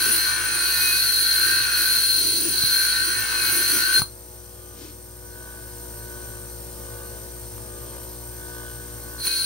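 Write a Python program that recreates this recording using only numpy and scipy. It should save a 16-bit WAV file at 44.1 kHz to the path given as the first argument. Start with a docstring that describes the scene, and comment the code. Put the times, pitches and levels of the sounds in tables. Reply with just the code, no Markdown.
"""A small steel blank is pressed against the wheel of a bench grinder in an open-sided workshop.
Grit that passes once a turn and wears as it goes scrapes the steel, and rings blank, wheel and tool rest.
At four seconds the blank is lifted off; a rag brushes it, and near nine seconds it is eased back more lightly.
Throughout, the motor hums, ticks and whines as harmonics and noise tied to its shaft; an engine drones far off.
The recorder's gain control ducks under the screech and recovers late after the lift."""
import sys
import numpy as np
from scipy import signal
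from scipy.fft import rfft, irfft
from scipy.io import wavfile
from scipy.ndimage import uniform_filter1d, minimum_filter1d, map_coordinates

SR = 44100
rng = np.random.default_rng(int(sys.argv[2]) if len(sys.argv) > 2 else 0)


def to_wav(s):
    """Save 16-bit WAV."""
    ch = np.atleast_2d(s).T  # columns
    pcm = np.round(np.clip(ch, -1, 1) * 32767)  # PCM
    wavfile.write(sys.argv[1], SR, pcm.astype(np.int16))


N = 416743
FFT_SIZE = 432000
TIME, FREQ = np.arange(N) / SR, np.arange(FFT_SIZE // 2 + 1) * SR / FFT_SIZE  # s, Hz

# Shaft speed, sagging as the blank is pushed in. Each row: time in seconds, turns per second in Hz.
SHAFT_SPEED = [(0, 58.3), (.35, 57.88), (.75, 58.08), (1.3, 58.72), (1.7, 58.3), (2.1, 58.76),
               (2.55, 59.02), (2.95, 58.44), (3.35, 57.94), (3.95, 58.4), (4.08, 60.1), (7.3, 60.16),
               (9.2, 60.08), (9.45, 59.5)]
# Bending resonances of the blank. 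Each row: frequency in Hz, width in Hz, relative level in dB.
BENDING_MODES = [(4162, 26, 14.5), (3780, 35, -7), (4046, 58, -7), (4437, 31, 8), (4670, 98, -7.5)]
# Higher resonances of the blank. Each row: frequency in Hz, width in Hz, relative level in dB.
HIGH_MODES = [(9345, 30, 3), (9675, 35, 6.5), (15283, 26, 1.5), (15728, 22, -1)]
# Colour of the grit's scrape. Each row: frequency in Hz, relative level in dB.
GRIT_COLOUR = [(300, -15.5), (700, -16), (950, -4), (1250, -2.5), (2400, 3.5), (3500, -2.5), (5000, 2.5),
               (6600, -6), (7700, -6.5), (9500, 2.5), (11000, -41), (16000, -1.5)]
# Strength of the wheel's ring. Each row: time in seconds, level in dB.
WHEEL_RING = [(0.03, -29.5), (1.15, -33), (1.45, -27.5), (1.95, -32), (2.35, -45.5), (2.8, -31),
              (3.81, -31), (3.98, -28), (4.0, -39)]

LIFT_S, RELEASE_S = 4.022, 0.026  # the blank leaves the wheel, and how long that takes
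RETURN_S, ATTACK_S, RETURN_DB = 9.16, 0.095, -3  # it is eased back, and the second touch is lighter
DUCK_DB = 5  # deepest cut of the gain control; the work is this much louder ahead of it


def undb(db):
    """Logarithmic level: decibels to amplitude gain."""
    return 10 ** (np.asarray(db) / 20)


def curves(rows):
    """Linear interpolation: each column of a (s, ..) table at every sample."""
    s, *columns = np.transpose(rows)
    return [np.interp(TIME, s, column) for column in columns]


def colour(points):
    """Spectral envelope: gain at every frequency from (Hz, dB) points on a logarithmic axis."""
    hz, db = np.transpose(points)
    return undb(np.interp(np.log(FREQ + 1), np.log(hz), db))


def modes(rows):
    """Modal superposition: a sum of damped resonances whose neighbours alternate in sign."""
    response = 0
    for k, (hz, width, db) in enumerate(rows):
        damping = 1j * FREQ * width
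        response = response + (-1) ** k * undb(db) * damping / (hz ** 2 - FREQ ** 2 + damping)
    return response


def causal(gain):
    """Minimum phase: the response with this gain that rings only after a blow, by way of the cepstrum."""
    cepstrum = irfft(np.log(gain))
    return np.exp(2 * rfft(cepstrum[:len(FREQ)], len(cepstrum)) - cepstrum[0])


def unit(response):
    """Power normalisation: scale a response so that white noise keeps its level."""
    return response / np.sqrt(np.mean(abs(response) ** 2))


def through(x, response):
    """Linear filtering: multiply the spectrum of a signal by a response."""
    return irfft(rfft(x, FFT_SIZE) * response)[..., :N]


def noise():
    """White noise: equal mean power at all frequencies."""
    return rng.standard_normal(N)


def walk(rate):
    """Band-limited chance: smooth random values with a spread near 1, drawn rate times a second."""
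    knots = rng.standard_normal(2 ** 11)
    return np.interp(TIME * rate, np.arange(2 ** 14) / 2 ** 3, signal.resample(knots, 2 ** 14))


def swell(s, spread_s, db):
    """Gaussian envelope: a bell-shaped rise and fall about time s."""
    return undb(db) * np.exp(-.5 * ((TIME - s) / spread_s) ** 2)


def swells(rows):
    """Superposed envelopes: a swell for each (s, spread s, dB) row."""
    return sum(swell(*row) for row in rows)


def tone(hz, waver_hz, rate):
    """Frequency modulation: a sine whose pitch wavers at random; rms 1."""
    return np.sqrt(2) * np.sin(2 * np.pi * np.cumsum(hz + waver_hz * walk(rate)) / SR)


def harmonics(cycles, orders, waver_db, rate):
    """Order locking: sines at (multiple, dB) of one rotation, each wavering in level."""
    total = 0
    for multiple, db in orders:
        level = undb(db + waver_db * walk(rate))
        total = total + np.sqrt(2) * level * np.sin(2 * np.pi * (multiple * cycles + rng.random()))
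    return total


def rim(turns, keep, count):
    """Wear: a random profile of count points a turn; each turn keeps a share of the one before."""
    keep = np.clip(keep, 0, .999)
    fresh = rng.standard_normal((600, count))
    renewal = np.sqrt(1 - keep ** 2)  # holds the spread at 1
    worn = signal.lfilter([renewal], [1, -keep], fresh[1:], axis=0, zi=keep * fresh[:1])[0]
    return map_coordinates(worn.ravel(), [turns * count], order=2, mode="nearest")


def track(turns, keep, width):
    """Partial coherence: one rotating profile in both channels, a second with opposite signs."""
    shared = rim(turns, keep, count=768)
    opposed = width * rim(turns, keep, count=768) * np.array([[1], [-1]])
    return (shared + opposed) / np.hypot(1, width)


def sustain(ring, level, hold, decay_s):
    """Friction feedback: damps a ring that grows, feeds one that fades; it lags level and dies away freely."""
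    power = np.abs(uniform_filter1d(np.mean(ring ** 2, axis=0), SR // 25)) + 1e-9
    pole = np.exp(-1 / (decay_s * SR))
    lagging_level = signal.lfilter([1 - pole], [1, -pole], level)
    return ring / power ** (np.clip(hold, 0, 1) / 2) * lagging_level


def ports(x, pan, spread, room_db, t60):
    """Spaced reception: two ports out of step in the treble, with a short scatter from roof and benches."""
    t = TIME[:SR // 3]
    tails = rng.standard_normal((2, len(t))) * undb(-60 * t / t60) * (t > .003)
    tails /= np.sqrt(np.sum(tails ** 2, axis=1, keepdims=True))
    apart = FREQ / (FREQ + 300)
    left = np.sqrt(colour(pan)) * np.exp(1j * spread * apart)
    direct = left ** np.array([[1], [-1]])  # right is the reciprocal of left
    return through(x, direct + undb(room_db) * apart ** 2 * rfft(tails, FFT_SIZE))


def touch_of_steel():
    """Unilateral contact: full until the blank is lifted, then eased back in more lightly."""
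    lifted = np.clip((LIFT_S - TIME) / RELEASE_S, 0, 1)
    back = np.clip((TIME - RETURN_S) / ATTACK_S, 0, 1)
    return lifted + undb(RETURN_DB) * back ** 2


def about_mean(curve):
    """Deviation from the average over the first touch."""
    return curve - np.mean(curve[TIME < LIFT_S])


def bite_and_sag():
    """Load on the shaft: bite in dB and slowing in Hz, each about its average; a harder push slows it."""
    # Depth of the edge's bite. Each row: time in seconds, level of the cut's sizzle in dB.
    bite_depth = [(0.0, -31), (0.22, -31.5), (0.42, -41.5), (0.73, -29.5), (1.56, -31.5), (1.71, -39),
                  (1.78, -29), (2.38, -34.5), (2.45, -38.5), (2.76, -30), (3.24, -40.5), (3.51, -29),
                  (3.82, -31), (3.91, -40.5), (3.94, -29.5), (4.0, -35)]
    bite = about_mean(curves(bite_depth)[0])
    sag = about_mean(-curves(SHAFT_SPEED)[0])
    return bite, np.maximum(sag, -0.38)  # Hz; the lightest push that still cuts


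def wheel_relief(turns):
    """Surface roughness under the blank: the wheel's high spots press coarse bumps and fine grains harder."""
    high_spots = undb(1.1 * rim(turns, keep=0.95, count=14))
    pressure = high_spots * undb(2.5 * rim(turns, keep=0.77, count=120))
    bumps = pressure * track(turns, keep=0.74, width=0.56)  # coarse relief lasts many turns
    grains = pressure * track(turns, keep=0.44, width=0.53)  # fine edges break away quickly
    return bumps, grains


def abrasion(bumps, grains, contact, shudder, bite, sag):
    """Roughness noise: bumps growl with the push and scrape; grains hiss, and sizzle with the bite."""
    # Resonances under the grit. Each row: frequency in Hz, width in Hz, relative level in dB.
    grit_modes = [(2205, 9.2, -4), (2635, 71, -3), (3225, 136, -6.5), (5050, 60, -24), (6032, 130, 0),
                  (8770, 200, -5.5), (10080, 58, -4), (12130, 28, -8)]
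    # Colour of the sizzle. Each row: frequency in Hz, relative level in dB.
    spark_colour = [(7000, -25), (9800, -21.5), (10500, 0), (11300, -1.5), (12100, 4), (12700, -11),
                    (13500, -15), (16000, -5)]
    ringing = about_mean(curves(WHEEL_RING)[0])
    coarse, deep = 1 / (1 + (FREQ / 3200) ** 4), 1 / (1 + (FREQ / 1250) ** 8)
    resonant_power = undb(11.5) ** 2 * abs(modes(grit_modes)) ** 2
    body = unit(np.sqrt(colour(GRIT_COLOUR) ** 2 + resonant_power))
    # levels: dB at an average bite and push, then dB per dB of bite or ring, and dB per Hz of sag
    growl_level = undb(-29.5 + 13.7 * sag)
    scrape_level = undb(-32 + 0.8 * ringing)
    hiss_level = undb(-30.5 + 0.1 * bite + 1 * sag) + shudder
    sizzle_level = undb(-31 + 1.52 * bite + 0.69 * walk(28.32))
    growl = through(bumps * contact * growl_level, body * np.sqrt(deep))
    scrape = through(bumps * contact * scrape_level, body * np.sqrt(coarse * (1 - deep)))
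    hiss = through(grains * contact * hiss_level, body * np.sqrt(1 - coarse))
    sizzle = through(grains * contact * sizzle_level, unit(colour(spark_colour)))
    return growl + scrape + hiss + sizzle


def blank_ring(grains, contact, shudder, bite, sag):
    """Forced modes: grains ring the blank, a push damps it; shudders damp bending and stir high modes."""
    chatter = undb(0.75 * walk(130))  # the hand-held blank bounces lightly
    limited_bite = np.minimum(bite + 0.5, 0)  # beyond -0.5 dB of bite the bending rings no louder
    bend_level = undb(-23 + 1.1 * limited_bite - 5 * sag + 0.5 * walk(110))
    bend_level = bend_level / (1 + (shudder / undb(-40)) ** 2)  # a -40 dB shudder halves it
    high_level = undb(-28.5 + 0.16 * bite - 2.3 * sag + 0.43 * walk(14)) + undb(7) * shudder
    bend = through(grains * chatter, unit(modes(BENDING_MODES)))
    high = through(grains, unit(modes(HIGH_MODES)))
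    return (sustain(bend, contact * bend_level, hold=0.77, decay_s=0.0026)
            + sustain(high, contact * high_level, hold=0.37, decay_s=0.0017))


def wheel_ring(bumps, contact):
    """Forced modes: the coarse bumps drive the wheel's own resonances."""
    # Resonances of the wheel. Each row: frequency in Hz, width in Hz, relative level in dB.
    wheel_modes = [(1440, 108, -2.5), (1539, 62, 7.5), (1675, 140, -9.5), (1794, 38, -0.5)]
    level = undb(curves(WHEEL_RING)[0] + 1.65)
    return sustain(through(bumps, unit(modes(wheel_modes))), contact * level, hold=0.32, decay_s=0.0012)


def rest_rumble(contact, shudder):
    """Structure-borne noise: the pressed blank stirs the tool rest, more so in a shudder."""
    # Resonances of the tool rest. Each row: frequency in Hz, width in Hz, relative level in dB.
    rest_modes = [(112, 24, -5), (331.6, 46, 11)]
    return through(noise() * contact * (undb(-52.5) + shudder), unit(modes(rest_modes)))


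def squealing():
    """Self-excited friction: the blank squeals briefly on one of its modes."""
    # Each row: time in seconds, spread in seconds, pitch in Hz, level in dB.
    squeals = [(0.13, .025, 9690, -22.5), (3.966, 0.016, 4200, -17.5)]
    return sum(swell(s, spread, db) * tone(hz, waver_hz=27.0, rate=150) for s, spread, hz, db in squeals)


def singing(contact):
    """Self-excited friction: the wheel sings at one pitch when it is pressed just so."""
    # Each row: time in seconds, spread in seconds, level in dB.
    songs = [(.62, 0.11, -39), (.9, .07, -28), (1.68, .17, -39.5), (3.45, 0.098, -36.5), (9.32, 0.03, -36)]
    return contact * swells(songs) * undb(0.93 * walk(35)) * tone(2505, waver_hz=5.06, rate=30)


def grinding(turns):
    """Common excitation: one worn relief scrapes the steel and drives the blank and the wheel."""
    # Shudders of the blank on the tool rest. 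Each row: time in seconds, spread in seconds, level in dB.
    shudders = [(.09, 0.05, -41), (1.5, 0.042, -51), (1.82, 0.022, -52), (2.24, 0.064, -44.5),
                (2.46, 0.073, -39.5), (3.08, 0.019, -51), (3.56, 0.062, -42), (3.76, 0.034, -39),
                (4.0, 0.025, -40), (9.265, .015, -42)]
    contact, shudder = touch_of_steel(), swells(shudders)
    bite, sag = bite_and_sag()
    bumps, grains = wheel_relief(turns)
    rubbing = abrasion(bumps, grains, contact, shudder, bite, sag)
    rings = blank_ring(grains, contact, shudder, bite, sag) + wheel_ring(bumps, contact)
    return rubbing + rings + rest_rumble(contact, shudder) + squealing() + singing(contact)


def loose_part(turns):
    """Impact excitation: a loose part ticks once a turn, rings the housing and buzzes in swells."""
    # Swells of the buzz. Each row: time in seconds, housing ring in dB, once-a-turn tick in dB.
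    buzzes = [(4.65, -64, -49), (5.46, -47.5, -50), (6.19, -48.5, -50.5), (7.02, -53, -48.5),
              (7.85, -61, -48), (8.6, -47, -45), (9.27, -46.5, -47)]
    # Colour of the ticks. Each row: frequency in Hz, relative level in dB.
    rattle_colour = [(100, -21), (300, 3.5), (550, 7.5), (800, -4.5), (1000, 5.5), (1200, 6.5), (1350, -24),
                     (1700, -3.5), (2000, -30), (3200, -5.5), (6000, -30.5)]
    # Resonances of the housing. Each row: frequency in Hz, width in Hz, relative level in dB.
    housing_modes = [(1516.3, 30, 5), (1720, 98, -8.5)]
    buzz_s = 0.18  # spread of a swell
    ring_level = undb(-68) + swells((s, buzz_s, db) for s, db, _ in buzzes)
    tick_level = undb(-65) + swells((s, buzz_s, db) for s, _, db in buzzes)
    touch = np.exp(-(turns % 1) / 0.36) + 0.094  # strongest at the start of each turn
    rattle = rim(turns, keep=0.96, count=768) * touch / np.sqrt(np.mean(touch ** 2))
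    ticks = through(rattle * tick_level, unit(colour(rattle_colour)))
    once_a_turn = np.diff(np.floor(turns), prepend=0) * np.sqrt(N / turns[-1])  # rms 1
    pulse = once_a_turn * undb(.9 * walk(50))
    return ticks + through(pulse * ring_level, unit(modes(housing_modes)))


def bearings(turns):
    """Rolling noise: a worn track drives resonances that throb with rotation, beside steady whistles."""
    # Resonances of bearings and housing. Each row: frequency in Hz, width in Hz, relative level in dB.
    bearing_modes = [(4200, 65, -9), (5020, 150, -10), (5440, 90, -8.5), (6000, 120, -4.5), (7400, 87, -9),
                     (8610, 150, -4), (9200, 110, -3.5), (11920, 130, 0), (13370, 450, -3.5),
                     (15230, 180, -7), (15500, 330, -3.5)]
    # Whistling tones. Each row: pitch in Hz, level in dB.
    whistles = [(8543, -50.5), (8592, -50.5), (8662, -53), (8764, -57.5), (9135, -70), (10621, -56.5),
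                (11919, -57)]
    throb = undb(1.5 * rim(turns, keep=0.97, count=8))
    rolling = track(turns, keep=0.56, width=0.5) * undb(-44.5) * throb
    whine = through(rolling, unit(modes(bearing_modes)))
    return whine + sum(undb(db) * tone(hz, waver_hz=5.62, rate=70) for hz, db in whistles)


def fan_air(turns):
    """Flow noise: a broad rush that partly repeats with each turn."""
    # Colour of the rush. Each row: frequency in Hz, relative level in dB.
    air_colour = [(25, -24), (70, -3.5), (110, 2), (185, -12.5), (360, -9), (480, -13), (750, -16),
                  (1500, -16), (2500, -23.5), (4700, -21.5), (7900, -21.5), (8900, -15), (9900, -16.5),
                  (12200, -18.5), (16000, -23.5)]
    rush = track(turns, keep=0.27, width=0.27) * undb(-44.0 + 0.33 * walk(6.3))
    return through(rush, unit(colour(air_colour)))


def motor(turns):
    """Rotating machinery: shaft harmonics, a loose part, whining bearings and fan air."""
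    # Harmonics of the hum. Each row: multiple of the shaft speed, level in dB.
    hum_orders = [(1, -43), (2, -57.5), (3, -59.5), (4, -58.5), (5, -56.5), (6, -49.5), (8, -51.5),
                  (9, -59.5), (10, -70), (16, -59), (20, -79)]
    hum = harmonics(turns, hum_orders, waver_db=0.05, rate=4.7)
    return hum + loose_part(turns) + bearings(turns) + fan_air(turns)


def far_engine():
    """Periodic firing: a distant drone of harmonics, each fading in and out on the way."""
    # Drifting pitch. Each row: time in seconds, firing rate in Hz.
    firing_rate = [(0, 109.7), (4.3, 106.4), (4.7, 97.7), (5.3, 102), (5.9, 115), (7.2, 111), (7.8, 110.1),
                   (8.45, 119), (9.45, 113.5)]
    # Harmonics. Each row: multiple of the firing rate, relative level in dB.
    firing_orders = [(1, -3), (2, -14), (3, -18), (4, -30), (5, -11), (6, -13.5), (7, -17.5), (8, -15)]
    cycles = np.cumsum(curves(firing_rate)[0] + 2.09 * walk(30)) / SR
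    return undb(-46.5) * harmonics(cycles, firing_orders, waver_db=2.5, rate=14)


def blows():
    """Impact on rest and wheel: a longer contact gives a duller knock, and the caught blank rings."""
    # Each row: time in seconds, contact spread in seconds, relative dull knock in dB, steel ring in dB.
    hits = [(2.638, 0.00031, -11, -22), (3.996, .0002, -14, -14), (4.012, .0001, -24, -23),
            (4.018, 0.00004, -7, -11.5), (7.58, .00005, -31, -47), (9.269, 0.00014, -23, -11)]
    # Colour of the knock. Each row: frequency in Hz, relative level in dB.
    knock_colour = [(40, -11), (110, 4), (240, -3), (450, -13.5), (1100, 4), (2200, -12), (3300, -11),
                    (6000, -51), (15000, -34)]
    s, _, _, ring_db = np.transpose(hits)
    # each push has the same area whatever its length
    knocks = sum(swell(at, spread, db) / swell(at, spread, 0).sum() for at, spread, db, _ in hits)
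    rings = np.bincount((s * SR).astype(int), undb(ring_db), N)
    crunch = unit(rfft(noise() * np.exp(-TIME / 0.0022), FFT_SIZE))
    rough = FREQ / (FREQ + 700)  # the bass of a knock stays one clean push
    ringing_steel = unit(modes(BENDING_MODES)) + unit(modes(HIGH_MODES))
    steel = ringing_steel + 0.45 * crunch * unit(colour(GRIT_COLOUR))
    thud = unit(causal(colour(knock_colour))) * (1 - rough + rough * crunch)
    return through(knocks, 3.1 * thud) + through(rings, 3.4 * steel)


def rag_wipe():
    """Friction noise: a rag brushes once over the lifted steel."""
    # One row: time in seconds, spread in seconds, level in dB.
    stroke = (4.84, 0.06, -38.5)
    # Colour of the brushing. Each row: frequency in Hz, relative level in dB.
    rag_colour = [(100, -25), (300, 5.5), (700, -15), (2000, -17), (5500, -13), (9000, -22), (15000, -30)]
    return through(noise() * swell(*stroke), unit(colour(rag_colour)))


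def scene():
    """Shared rotation: one shaft drives the grinding and the motor, heard from two directions."""
    # Balance of the work. Each row: frequency in Hz, left minus right in dB.
    grind_pan = [(60, -4), (110, 24.5), (200, 13), (380, 12), (700, 8.5), (1290, 0.0), (2380, 4), (4400, 1),
                 (8120, 3), (15000, -4.5)]
    # Balance of all else. Each row: frequency in Hz, left minus right in dB.
    motor_pan = [(60, 4), (110, 4.5), (200, 2.5), (380, 7), (700, 2), (1290, -2), (2380, 5), (4400, 6),
                 (8120, 7), (15000, -5)]
    turns = np.cumsum(curves(SHAFT_SPEED)[0]) / SR
    work = undb(DUCK_DB) * (grinding(turns) + blows())
    idle = motor(turns) + far_engine() + rag_wipe()
    work_heard = ports(work, grind_pan, spread=0.5, room_db=-6, t60=0.21)
    return work_heard + ports(idle, motor_pan, spread=0.73, room_db=-4, t60=0.024)


def record(dry):
    """Dynamic compression: gain ducks at once under loud sound, holds, then creeps back; the top is cut."""
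    hold_s, release_s, threshold_db = 1.05, .8, -29
    power = np.abs(uniform_filter1d(np.mean(dry ** 2, axis=0), SR // 50))
    level_db = 10 * np.log10(power + 1e-12)
    wanted_db = -np.clip(level_db - threshold_db, 0, DUCK_DB)
    half = int(hold_s * SR / 2)
    # origin=half makes the minimum look back only
    held_db = minimum_filter1d(wanted_db, 2 * half + 1, origin=half, mode="nearest")
    ramp_db = TIME * DUCK_DB / release_s  # fastest allowed recovery
    gain_db = np.minimum.accumulate(held_db - ramp_db) + ramp_db
    low_pass = signal.ellip(12, .2, 80, 15780, fs=SR, output="sos")  # edge at 15780 Hz
    return signal.sosfilt(low_pass, dry * undb(gain_db))


dry = scene()
out = record(dry)
to_wav(out)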